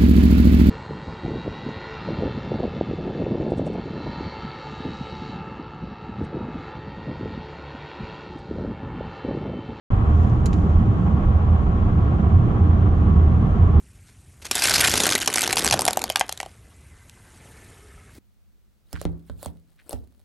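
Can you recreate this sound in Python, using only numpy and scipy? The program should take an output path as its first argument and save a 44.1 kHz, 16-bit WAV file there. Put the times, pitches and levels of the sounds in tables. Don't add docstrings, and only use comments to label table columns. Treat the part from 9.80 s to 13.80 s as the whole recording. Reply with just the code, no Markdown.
import sys
import numpy as np
from scipy.fft import rfft, irfft, next_fast_len
from scipy.io import wavfile
from scipy.ndimage import map_coordinates

SR = 44100
rng = np.random.default_rng(int(sys.argv[2]) if len(sys.argv) > 2 else 0)


def inscribe(sig):
    pcm = np.round(np.clip(np.atleast_2d(sig).T, -1, 1) * 32767)
    wavfile.write(sys.argv[1], SR, pcm.astype(np.int16))


N = 176400
T = np.arange(N) / SR

# (time [s], pitch [Hz], relative level [dB])
BOOM = [(0.13, 77.8, -28), (0.29, 76.2, -16.5), (0.38, 80.7, -17.5), (0.52, 77.5, -25.5),
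        (0.59, 66.02, -23), (0.76, 72.33, -22), (0.89, 78.1, -23.5), (0.96, 80.04, -13.5),
        (1.02, 85.7, -28), (1.11, 91.7, -15.5), (1.23, 97.2, -26), (1.35, 72.7, -20), (1.43, 73.96, -23),
        (1.56, 80.2, -13), (1.63, 80.3, -15), (1.66, 80, -26), (1.71, 80.24, -9.5), (1.76, 80.26, -19),
        (1.93, 79.86, -24.5), (2.1, 81.96, -17.5), (2.38, 70, -25), (2.49, 80.04, -24.5),
        (2.55, 88.38, -10.5), (2.61, 87.8, -18.5), (2.7, 86.8, -26), (2.86, 79.96, -15),
        (2.99, 84.5, -20.5), (3.05, 85.76, -24), (3.21, 78.1, -12.5), (3.31, 72.1, -26.5),
        (3.39, 80, -12.5), (3.6, 80.5, -19), (3.76, 82, -34), (3.83, 84.1, -12.5), (3.92, 80, -21),
        (3.97, 76.7, -13.5)]
UPPER_BOOM = [(0.13, 119.8, -31), (0.47, 117.9, -28), (0.54, 116.6, -18.5), (0.66, 120, -28),
              (0.73, 117.8, -34), (0.92, 118, -36), (1.02, 117.9, -26), (1.12, 118, -21.5),
              (1.18, 118.2, -41), (1.45, 117.8, -33.5), (1.72, 119.2, -22), (1.82, 117.7, -32.5),
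              (1.98, 113, -23.5), (2.27, 117.7, -23.5), (2.42, 118.2, -32.5), (2.66, 119, -20.5),
              (2.85, 117.7, -29), (3.2, 117, -26), (3.38, 119.9, -28.5), (3.59, 120.1, -21),
              (3.68, 119.2, -33), (3.97, 120.6, -22.5)]
# (time [s], relative panel level [dB], relative tyre level [dB])
ROAD_DRIVE = [(0.13, -27.5, -35), (0.87, -23, -36.5), (0.9, -26.5, -35.5), (1.16, -22.5, -36.5),
              (1.77, -28, -36), (1.83, -23, -36), (1.85, -26, -36.5), (2.36, -23, -35.5),
              (2.46, -22.5, -36.5), (2.51, -27.5, -36.5), (2.63, -22, -36), (3.0, -23.5, -36.5),
              (3.68, -24, -36.5), (3.74, -29, -35.5), (3.77, -25, -35.5), (3.95, -22, -35.5)]
# (time [s], relative level [dB])
SHUDDER_LEVEL = [(.13,-22),(.36,-21.5),(.58,-23),(.8,-33),(.95,-21),(1.15,-26.5),(1.33,-42),(1.45,-24.5),(1.7,-23.5),(2.1,-23),(2.8,-28.5),(3.1,-25.5),(3.47,-23),(3.58,-30.5),(3.67,-22.5),(3.95,-24)]
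# (frequency [Hz], relative level [dB])
SHUDDER = [(10, -30), (17, -18), (23, -5), (30, 2.5), (39, -4), (48, 3), (56, -6), (80, -39), (300, -120)]
RUMBLE = [(35, -39.5), (54, -8), (63, 4), (75, -1), (84, -4), (95, 5), (104, -2), (121, -4), (130, -14),
          (165, -34.5), (400, -120)]
PANELS = [(60, -56), (115, -24), (135, 0.5), (148, -4), (163, 2), (205, -3.5), (230, -4), (247, -12),
          (272, -14.5), (294, -7.5), (335, -15), (392, -14.5), (450, -26.5), (800, -70.5), (2000, -120)]
TYRES = [(150, -55), (340, -7.5), (420, 3.5), (455, 0), (482, 4), (505, -2), (640, -2), (675, 0),
         (733, 1.5), (765, 0), (810, 2), (845, -5), (935, -6), (970, -2.5), (1020, -3), (1045, -9),
         (1085, 2.5), (1105, -1.5), (1130, -1), (1175, -4), (1200, -8), (1330, -7.5), (1450, -12),
         (1525, -17.5), (1570, -13), (1620, -16), (1950, -19.5), (2250, -22.5), (2950, -26), (3220, -25.5),
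         (3500, -31), (3900, -38), (5500, -61.5), (12000, -120)]
# (time [s], relative level [dB], treble tilt [dB/octave])
SNAP_HITS = [(.6581, -21.5, -1), (0.661, -21.5, -1), (.664, -26, -2.5), (0.6687, -33, -2)]
TAP_HITS = [(0.498, -39, -2.5), (.7302, -27, -1), (0.7328, -29, -1.5), (.7358, -31.5, -2.5),
            (.741, -31, -.5)]
# (frequency [Hz], relative level [dB])
SNAP = [(800, -24), (2000, -8.5), (3300, -8), (4200, -3), (5300, -9.5), (6200, -3), (6900, 0.5), (7800, -6),
        (8800, -22.5), (10000, -8.5), (12000, -16.5), (15500, -24)]
TAP = [(800, -14), (1900, 3), (3000, 2), (3700, -1.5), (4300, 0), (5500, -7), (6300, -2), (7400, -4),
       (8800, -22), (15500, -31)]
# (frequency [Hz], relative level [dB], t60 [s])
FITTING_MODES = [(1609, -8, 0.04), (3140, -5, 0.045), (3950, -8, 0.041), (4495, -7, 0.045),
                 (6500, -5, 0.06), (6854, -2.5, 0.067), (7400, -9, .025), (7900, -15, 0.034),
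                 (9850, -8, 0.022), (11800, -18, .02)]
# (centre time [s], length [s], relative level [dB])
RUSTLE_SWELLS = [(0.441, 0.19, -64.5), (0.754, .08, -65), (0.887, 0.17, -67.5), (1.266, 0.11, -71)]
# (frequency [Hz], relative level [dB])
RUSTLE = [(2000, -15), (4500, -1.5), (6800, 2.5), (9000, -15), (10300, -9.5), (15500, -11)]
AIR = [(2240, -27), (3800, -3.5), (3960, -4), (4870, -7.5), (6180, -7), (7080, -7), (8970, -23),
       (10200, -20.5), (15600, -24.5)]
# (frequency [Hz], side minus mid [dB])
WIDTH = [(30, -22.5), (70, -17), (120, -21), (200, -10), (400, -11.5), (560, -0.5), (750, -8), (1000, 0),
         (1300, 3.5), (2500, 0.5), (5000, 0), (12000, -2)]
# (frequency [Hz], left minus right [dB])
BALANCE = [(60, -2), (110, -1.5), (200, -3.5), (380, -1), (700, 0), (1290, 1), (2380, -1.5), (4400, -6.5),
           (8120, 0.5), (15000, -6)]


def cabin_boom(rows, wander_hz=2.2, flutter_db=2, trim_db=-1):
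    hz = curve(rows) + wander_hz * wobble(22.416)
    hum = np.sqrt(2) * np.sin(2 * np.pi * np.cumsum(hz) / SR)
    level_db = curve(rows, column=2) + trim_db + flutter_db * wobble(8)
    return amp(level_db) * hum * pan(-along(BALANCE, hz.mean()) / 2)


def road():
    bumps = wobble(14)
    shudder = amp(curve(SHUDDER_LEVEL) - .3) * cabin_noise(SHUDDER)
    rumble = amp(-21 + .5 * bumps) * cabin_noise(RUMBLE)
    panel_db = curve(ROAD_DRIVE) + .45 + .23 * bumps + .5 * wobble(45)
    panels = amp(panel_db) * cabin_noise(PANELS)
    tyre_db = curve(ROAD_DRIVE, column=2) + .46 + .13 * bumps + 1.1 * wobble(70)
    tyres = amp(tyre_db) * cabin_noise(TYRES)
    return shudder + rumble + panels + tyres


def fitting():
    snap = contacts(SNAP_HITS, SNAP, ring_db=-12) * pan(4.5)
    taps = contacts(TAP_HITS, TAP, ring_db=-25) * pan(3.5)
    return snap + taps


def contacts(rows, spectrum, ring_db, trim_db=-9):
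    attack_s, crack_t60_s = .000043, .011
    cabin_db, cabin_t60_s = -23, .15
    t = np.arange(SR // 4) / SR
    attack = 1 - np.exp(-t / attack_s)
    out = np.zeros((2, N))
    for start_s, db, tilt_db in rows:
        noise = hiss(spectrum)
        crack = noise[0, -len(t):] * amp(-60 * t / crack_t60_s)
        tail = noise[:, :len(t)] * amp(cabin_db - 60 * t / cabin_t60_s)
        ring = np.zeros(len(t))
        for mode_hz, mode_db, t60 in FITTING_MODES:
            decay = amp(mode_db + rng.normal(0, 2.3) - 60 * t / t60)
            ring += decay * np.sin(2 * np.pi * (mode_hz * t + rng.random()))
        hit = np.zeros((2, N))
        hit[:, round(start_s * SR):][:, :len(t)] = (crack + tail + amp(ring_db) * ring) * attack
        tilted = filtered(hit, lambda hz: amp(tilt_db * np.log2(np.maximum(hz, 2000) / 6000)))
        out += amp(db + trim_db) * tilted
    return out


def rustle():
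    swell = sum(amp(db) * np.exp(-2 * ((T - s) / length) ** 2) for s, length, db in RUSTLE_SWELLS)
    grain = amp(1.5 * wobble(110))
    return swell * grain * hiss(RUSTLE) * pan(3)


def door_air():
    return amp(-68 + .27 * wobble(9.6)) * cabin_noise(AIR)


def cabin_noise(spectrum):
    mid, side = hiss(spectrum)
    side = filtered(side, lambda hz: amp(along(WIDTH, hz)))
    left_right = np.array([mid + side, mid - side])
    return filtered(left_right, lambda hz: amp(np.outer([.5, -.5], along(BALANCE, hz))))


def hiss(spectrum):
    noise = filtered(rng.standard_normal((2, N)), lambda hz: amp(along(spectrum, hz)))
    return noise / np.sqrt(np.mean(noise ** 2) + 1e-20)


def amp(db):
    return 10 ** (np.asarray(db) / 20)


def pan(db):
    return amp([[-db], [db]])


def curve(rows, column=1):
    table = np.transpose(rows)
    return np.interp(T, table[0], table[column])


def along(points, hz):
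    frequencies, values = np.transpose(points)
    return np.interp(np.log(hz + 1), np.log(frequencies + 1), values)


def wobble(rate):
    return map_coordinates(rng.standard_normal(int(N * rate / SR) + 4), [T * rate])


def filtered(x, response):
    size = next_fast_len(N + SR // 2)
    return irfft(rfft(x, size) * response(np.fft.rfftfreq(size, 1 / SR)), size)[..., :N]


def scene():
    return road() + cabin_boom(BOOM) + cabin_boom(UPPER_BOOM) + door_air() + rustle() + fitting()


def record(dry):
    start_s, fade_s, top_hz = .104, .001, 15800
    opening = np.clip((T - start_s) / fade_s, 0, 1)
    return filtered(dry * opening, lambda hz: hz < top_hz)


dry = scene()
out = record(dry)
inscribe(out)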